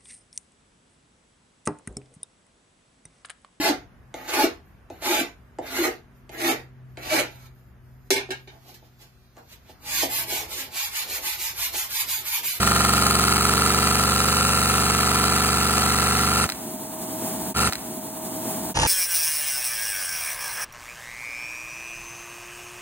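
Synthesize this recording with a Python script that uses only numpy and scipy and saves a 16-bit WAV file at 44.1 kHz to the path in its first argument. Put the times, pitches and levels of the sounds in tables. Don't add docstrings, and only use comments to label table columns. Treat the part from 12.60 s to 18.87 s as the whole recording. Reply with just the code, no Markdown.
import sys
import numpy as np
from scipy import signal
from scipy.fft import rfft, irfft, next_fast_len
from scipy.io import wavfile
from scipy.ndimage import uniform_filter1d, map_coordinates

SR = 44100
rng = np.random.default_rng(int(sys.argv[2]) if len(sys.argv) > 2 else 0)


def bounce(signal):
    frames = np.transpose(np.atleast_2d(signal))
    limited = np.clip(frames, -1, 1)
    pcm = np.round(limited * 32767).astype(np.int16)
    wavfile.write(sys.argv[1], SR, pcm)


def level_to_linear(level):
    exponent = np.asarray(level, float) / 20
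    return 10 ** exponent


N = 276507
TIME = np.arange(N) / SR
SIZE = next_fast_len(N)
HZ = np.fft.rfftfreq(SIZE, 1 / SR)

# [f/Hz, level/dB]
CLEANER_ROAR = [(28, -48), (60, -13), (110, -13), (200, 2), (350, -0.5), (420, -10), (560, -15), (680, -6),
                (950, -8), (1200, -16.5), (2500, -24.5), (5000, -21.5), (9500, -14.5), (15500, -16.5)]
# [f/Hz, level re roar/dB]
MOTOR_LINES = [(632.5, -8.5), (897, -16), (119.8, -19.5)]
# [t/s, speed/(turns/s)]
CRANK_SPEED = [(0, 22.63), (.3, 23.083), (.6, 23.183), (1, 23.879), (1.6, 24.178), (2, 24.24),
               (2.3, 23.886), (2.6, 24.137), (3.3, 24.102), (3.9, 24.329)]
# [multiple of crank speed, level/dB]
HOSE_ORDERS = [(1, -34), (2, -28), (3, 0), (4, -14), (5, -1), (6, -15), (7, -3.5), (8, -6.5), (9, -5.5),
               (10, -7), (11, -10.5), (12, -10.5), (13, -12), (14, -27.5), (15, -14.5), (16, -16), (17, -6),
               (18, -14.5), (19, -10), (20, -14), (21, -17.5), (22, -19)]
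# [angle/turns, cylinder ring/dB, base thud/dB, wall clack/dB, stud tick/dB]
TURN_KNOCKS = [(-.04, -13, -39, -28, -22.5), (.0, -74, -58, -26.5, -26), (0.157, -31.5, -26.5, -56, -34.5),
               (0.261, -14.5, -29.5, -26, -22), (0.388, -19.5, -25, -22.5, -39),
               (0.434, -20.5, -35, -30, -22), (0.522, -24, -39, -42.5, -23), (0.673, -42, -26, -27, -22),
               (0.717, -35, -25, -44, -23.5), (0.778, -54, -43, -25, -30), (0.84, -28, -35, -28.5, -27.5)]
# [t/s, ring/dB, thud/dB, clack/dB, tick/dB]
STALL_KNOCKS = [
    (3.891, -22.5, -20, -26, -23),
    (3.899, -34, -37, -19, -31),
    (3.921, -44, -44, -25, -26),
]
# [f/Hz, width/Hz, level/dB]
CYLINDER_MODES = [(1378, 45, -9), (1345, 260, 17.5), (1290, 70, -14), (1090, 130, -6), (840, 110, -11),
                  (660, 120, -12)]
# [f/Hz, width/Hz, level/dB]
BASE_MODES = [(398, 76, -10), (588, 56, -6.5), (724, 240, 23)]
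# [f/Hz, level/dB]
WALL_CLACK = [(900, -66), (1600, 4.5), (2100, -2.5), (2800, 1), (3300, -9), (4150, 6.5), (5200, -1),
              (6500, -8)]
# [f/Hz, level/dB]
STUD_TICK = [(3000, -6), (5500, -12.5), (6800, -7.5), (8000, 1.5), (9600, 3), (11000, -5.5), (13000, -16.5),
             (16000, -14.5)]
# [f/Hz, level/dB]
AIR_LEAK = [(40, -39), (150, -10), (400, -8), (900, -7), (1300, -2.5), (1500, -8), (2700, -11), (4000, -12),
            (6500, -11.5), (9000, -14.5), (12000, -14.5), (16000, -29.5)]
# [f/Hz, left lead/rad, likeness/0-1, left minus right/dB]
ENGINE_PORTS = [(60, 0, 0.9, -3.5), (150, -0.05, 0.75, -1.3), (700, -0.39, 1, 0), (3067, -2, 0.48, -1),
                (3866, -4.5, .7, -1), (5853, -2.5, 0.93, -.5), (8800, 0, 0.91, .3), (18030, 10.5, 1, -0.5)]
# [f/Hz, left lead/rad, likeness/0-1, left minus right/dB]
CLEANER_PORTS = [(0, 0, 1, -1.6), (400, 0.23, .95, -0.58), (1020, 1.06, .8, 0.19), (1900, 0.94, 0.25, -1.2),
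                 (5280, -3.5, 0.93, 0), (7820, -0.5, 0.31, 0), (11670, 2.5, 1, 0), (14300, 6.4, .9, 0)]
# [low f/Hz, high f/Hz, margin/dB, cut/dB]
THINNED_BANDS = [(3100, 3450, 4, -40), (3450, 3750, 5, -40), (4700, 5150, 10, -60), (5150, 5700, 8, -60),
                 (7500, 9000, 3, -40), (11050, 12300, 3, -60), (13900, 17600, 0, -50)]
SCENE_CHANGES_S = [
    4.941,
    6.14,
]

STALL_S = 3.864
START_TURN = -0.72
RUN_FADE_DB_PER_S = 0.37
LIFT_S = 3.93


def evened(x):
    return x / np.sqrt(np.mean(x ** 2) + 1e-20)


def ramp(start_s, rise_s):
    return np.clip((TIME - start_s) / rise_s, 0, 1)


def wobble(step_s):
    at_s = np.arange(0, TIME[-1] + 1, step_s)
    return 1.304 * np.interp(TIME, at_s, rng.standard_normal(len(at_s)))


def colour(x, spectrum):
    hz, db = np.transpose(spectrum)
    gain = level_to_linear(np.interp(np.log(HZ + 1), np.log(hz), db))
    return irfft(rfft(x, SIZE) * evened(gain), SIZE)[:, :N]


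def ring(x, modes, rise_s):
    t = np.arange(3000) / SR
    tap = 0
    for hz, width_hz, db in modes:
        tap = tap + level_to_linear(db) * np.exp(-np.pi * width_hz * t) * np.sin(2 * np.pi * hz * t)
    return signal.oaconvolve(x, tap * (1 - np.exp(-t / rise_s)) ** 2)[:N]


def burst(train, fade_s, spectrum, noise):
    envelope = signal.lfilter([1], [1, -np.exp(-1 / (fade_s * SR))], train)
    return colour(envelope * noise, spectrum)


def floor_echo(x, t60_s=0.086, wet_db=-14):
    t = np.arange(6000) / SR
    tail = rng.standard_normal((2, len(t))) * level_to_linear(-60 * t / t60_s) * (t > 0.003)
    return x + level_to_linear(wet_db) * signal.oaconvolve(x, tail / np.linalg.norm(tail[0]), axes=1)[:, :N]


def ports(pair, table):
    hz, lead, like, db = np.transpose(table)
    lead_rad = np.interp(HZ, hz, lead)
    likeness = np.interp(HZ, hz, np.clip(like, 0, 1))
    level_db = np.interp(HZ, hz, db)
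    shared, unrelated = rfft(pair, SIZE)
    near = np.sqrt((1 + likeness) / 2) * shared
    apart = np.sqrt((1 - likeness) / 2) * unrelated
    half = np.exp(0.5j * lead_rad) * level_to_linear(level_db / 2)
    return irfft([(near + apart) * half, (near - apart) / half], SIZE)[:, :N]


def cleaner():
    swell_db = 3.5 * ramp(LIFT_S, 0.097) + 4.5 * ramp(4.295, 0.27)
    roar = colour(rng.standard_normal((2, N)), CLEANER_ROAR) * level_to_linear(0.88 * wobble(0.028))
    for hz, db in MOTOR_LINES:
        line_hz = hz * (1 + 0.0008 * wobble(0.1) + 0.00896 * ramp(LIFT_S, 0.9))
        line_amp = level_to_linear(db + 1.5 + 0.8 * wobble(0.05))
        roar[0] += line_amp * np.sin(2 * np.pi * np.cumsum(line_hz) / SR)
    return level_to_linear(-36.5 + swell_db) * roar


def crank_turns():
    t_s, speed = np.transpose(CRANK_SPEED)
    return START_TURN + np.cumsum(np.interp(TIME, t_s, speed)) / SR


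def crank_moment_s(turns, angle):
    return np.interp(angle, turns, TIME, left=-1)


def run_db(s):
    return RUN_FADE_DB_PER_S * (STALL_S - s)


def turn_noise(turns):
    repeat_share, slip_s = 0.75, 0.000045
    steps = SR // 24
    at = (turns + 24 * slip_s * wobble(0.02)) % 1 * steps
    wear = [map_coordinates(c, [at], order=3, mode="grid-wrap") for c in rng.standard_normal((4, steps))]
    drift_rad = 0.9 * wobble(0.5)
    same = evened(np.cos(drift_rad) * np.array(wear[:2]) + np.sin(drift_rad) * np.array(wear[2:]))
    return np.sqrt(repeat_share) * same + np.sqrt(1 - repeat_share) * rng.standard_normal((2, N))


def air_leak(turns):
    leak_db = -27.5 + 0.77 * np.cos(2 * np.pi * (turns - 0.9)) + 2.1 * wobble(0.0022)
    dying_db = -13 * ramp(STALL_S, 0.004) - 34 * ramp(STALL_S, 0.29) ** 2
    return level_to_linear(leak_db + run_db(TIME) + dying_db) * colour(turn_noise(turns), AIR_LEAK)


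def hose_pulsing(turns):
    hum = np.zeros(N)
    for order, db in HOSE_ORDERS:
        lag_turns = 0.078 * order + 0.005485 * order ** 2 + 0.2 * rng.standard_normal()
        sway_db = 0.04 * order * wobble(0.07)
        hum += level_to_linear(db + sway_db) * np.cos(2 * np.pi * (order * turns - lag_turns))
    return level_to_linear(-32 + 2.5) * hum


def flywheel_settle():
    t = np.maximum(TIME - 3.93, 0)
    return level_to_linear(-41.5) * (t / 0.03) * np.exp(1 - t / 0.018) * np.sin(2 * np.pi * 65 * t)


def knock_trains(turns):
    jitter_s, spread_db, settle_s = 0.00004, 1.5, 1.0
    table = np.array(TURN_KNOCKS)
    angle = table[:, 0]
    turn = np.arange(-1, 93)[:, None]
    chance = rng.standard_normal((len(turn), len(table), 5))
    s = crank_moment_s(turns, turn + angle) + jitter_s * chance[..., 0]
    slow_db = (-0.5 + 4.5 * np.cos(2 * np.pi * angle)) * np.exp(-s / settle_s)
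    db = (slow_db + run_db(s))[..., None] + table[:, 1:5]
    db = db + spread_db * chance[..., 1:] * [0.29, 0.34, 0.68, 0.74]
    keep = (s > 0) & (s < STALL_S - 0.012)
    late = np.array(STALL_KNOCKS)
    s = np.r_[s[keep], late[:, 0]]
    db = np.r_[db[keep], late[:, 1:]]
    trains = np.zeros((4, N))
    np.add.at(trains.T, (s * SR).astype(int), level_to_linear(db))
    trains[2:] = np.roll(trains[2:], 10, axis=1)
    trains[0] = np.roll(trains[0], -90)
    return trains


def cylinder(ring_clicks, turns, running):
    shut_turn, open_turn, open_db = -0.15, 0.476, -5.5
    shut = (turns - shut_turn) % 1 < open_turn - shut_turn
    valve = level_to_linear(open_db * uniform_filter1d(1. - shut, size=60))
    whistle = evened(ring(rng.standard_normal(N), [(1365, 70, 0)], 0.0001))
    sound = valve * (ring(ring_clicks, CYLINDER_MODES, 0.0016) + level_to_linear(-37) * running * whistle)
    low_pass = signal.cheby2(N=8, rs=22, Wn=1500, fs=SR, output="sos")
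    return level_to_linear(2) * signal.sosfilt(low_pass, sound)


def engine():
    turns = crank_turns()
    running = level_to_linear(run_db(TIME)) * np.clip((STALL_S + 0.008 - TIME) / 0.015, 0, 1)
    ring_clicks, thud_clicks, clack_clicks, tick_clicks = knock_trains(turns)
    tonal = hose_pulsing(turns) * running + cylinder(ring_clicks, turns, running)
    tonal += level_to_linear(-4) * ring(thud_clicks, BASE_MODES, 0.0045) + flywheel_settle()
    grit = turn_noise(turns)
    clack = level_to_linear(2) * burst(clack_clicks, 0.0021, WALL_CLACK, grit)
    tick = burst(tick_clicks, 0.0011, STUD_TICK, grit)
    return tonal * [[1], [0]] + air_leak(turns) + clack + tick


def scene():
    return ports(cleaner(), CLEANER_PORTS) + ports(floor_echo(engine()), ENGINE_PORTS)


def thin_weaker(x, bands):
    hz, _, z = signal.stft([x[0] + x[1], x[0] - x[1]], SR, nperseg=2048, noverlap=1536)
    frames = z.shape[2]
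    spared = np.repeat(rng.random(frames // 3 + 1) < 0.09, 3)[:frames]
    for low_hz, high_hz, margin_db, cut_db in bands:
        band = (hz > low_hz) & (hz < high_hz)
        power = (abs(z[:, band]) ** 2).sum(1)
        db = 10 * np.log10(uniform_filter1d(power, size=2, axis=1) + 1e-20)
        weaker = (db < db[::-1] - margin_db) & ~spared
        z[:, band] *= np.where(weaker, level_to_linear(cut_db), 1)[:, None]
    z[:, hz > 17600] = 0
    mid, side = signal.istft(z, SR, nperseg=2048, noverlap=1536)[1][:, :N]
    return np.array([mid + side, mid - side]) / 2


def slow_motion(x):
    source_s = crank_moment_s(crank_turns(), 48) + (TIME - 6.1725) * 2 / 3
    at = np.clip(source_s, 0, 3) * SR
    return level_to_linear(-0.5) * np.array([map_coordinates(c, [at], order=3) for c in x])


def top_cut(x):
    return signal.sosfilt(signal.butter(12, 16150, fs=SR, output="sos"), x)


def record(dry):
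    run = thin_weaker(dry, THINNED_BANDS)
    stall_again = np.roll(run, 54390, axis=1)
    slowed = slow_motion(thin_weaker(dry, THINNED_BANDS[-2:]))
    starts_s = [-1, *SCENE_CHANGES_S]
    ends_s = [*SCENE_CHANGES_S, 99]
    mix = np.zeros_like(dry)
    for piece, start_s, end_s in zip([run, stall_again, slowed], starts_s, ends_s):
        mix += piece * ramp(start_s, 0.033) * np.clip((end_s - TIME) / 0.036, 0, 1)
    mix = irfft(rfft(mix, SIZE) * (HZ < 16080), SIZE)[:, :N]
    return top_cut(mix)


dry = scene()
out = record(dry)
bounce(out)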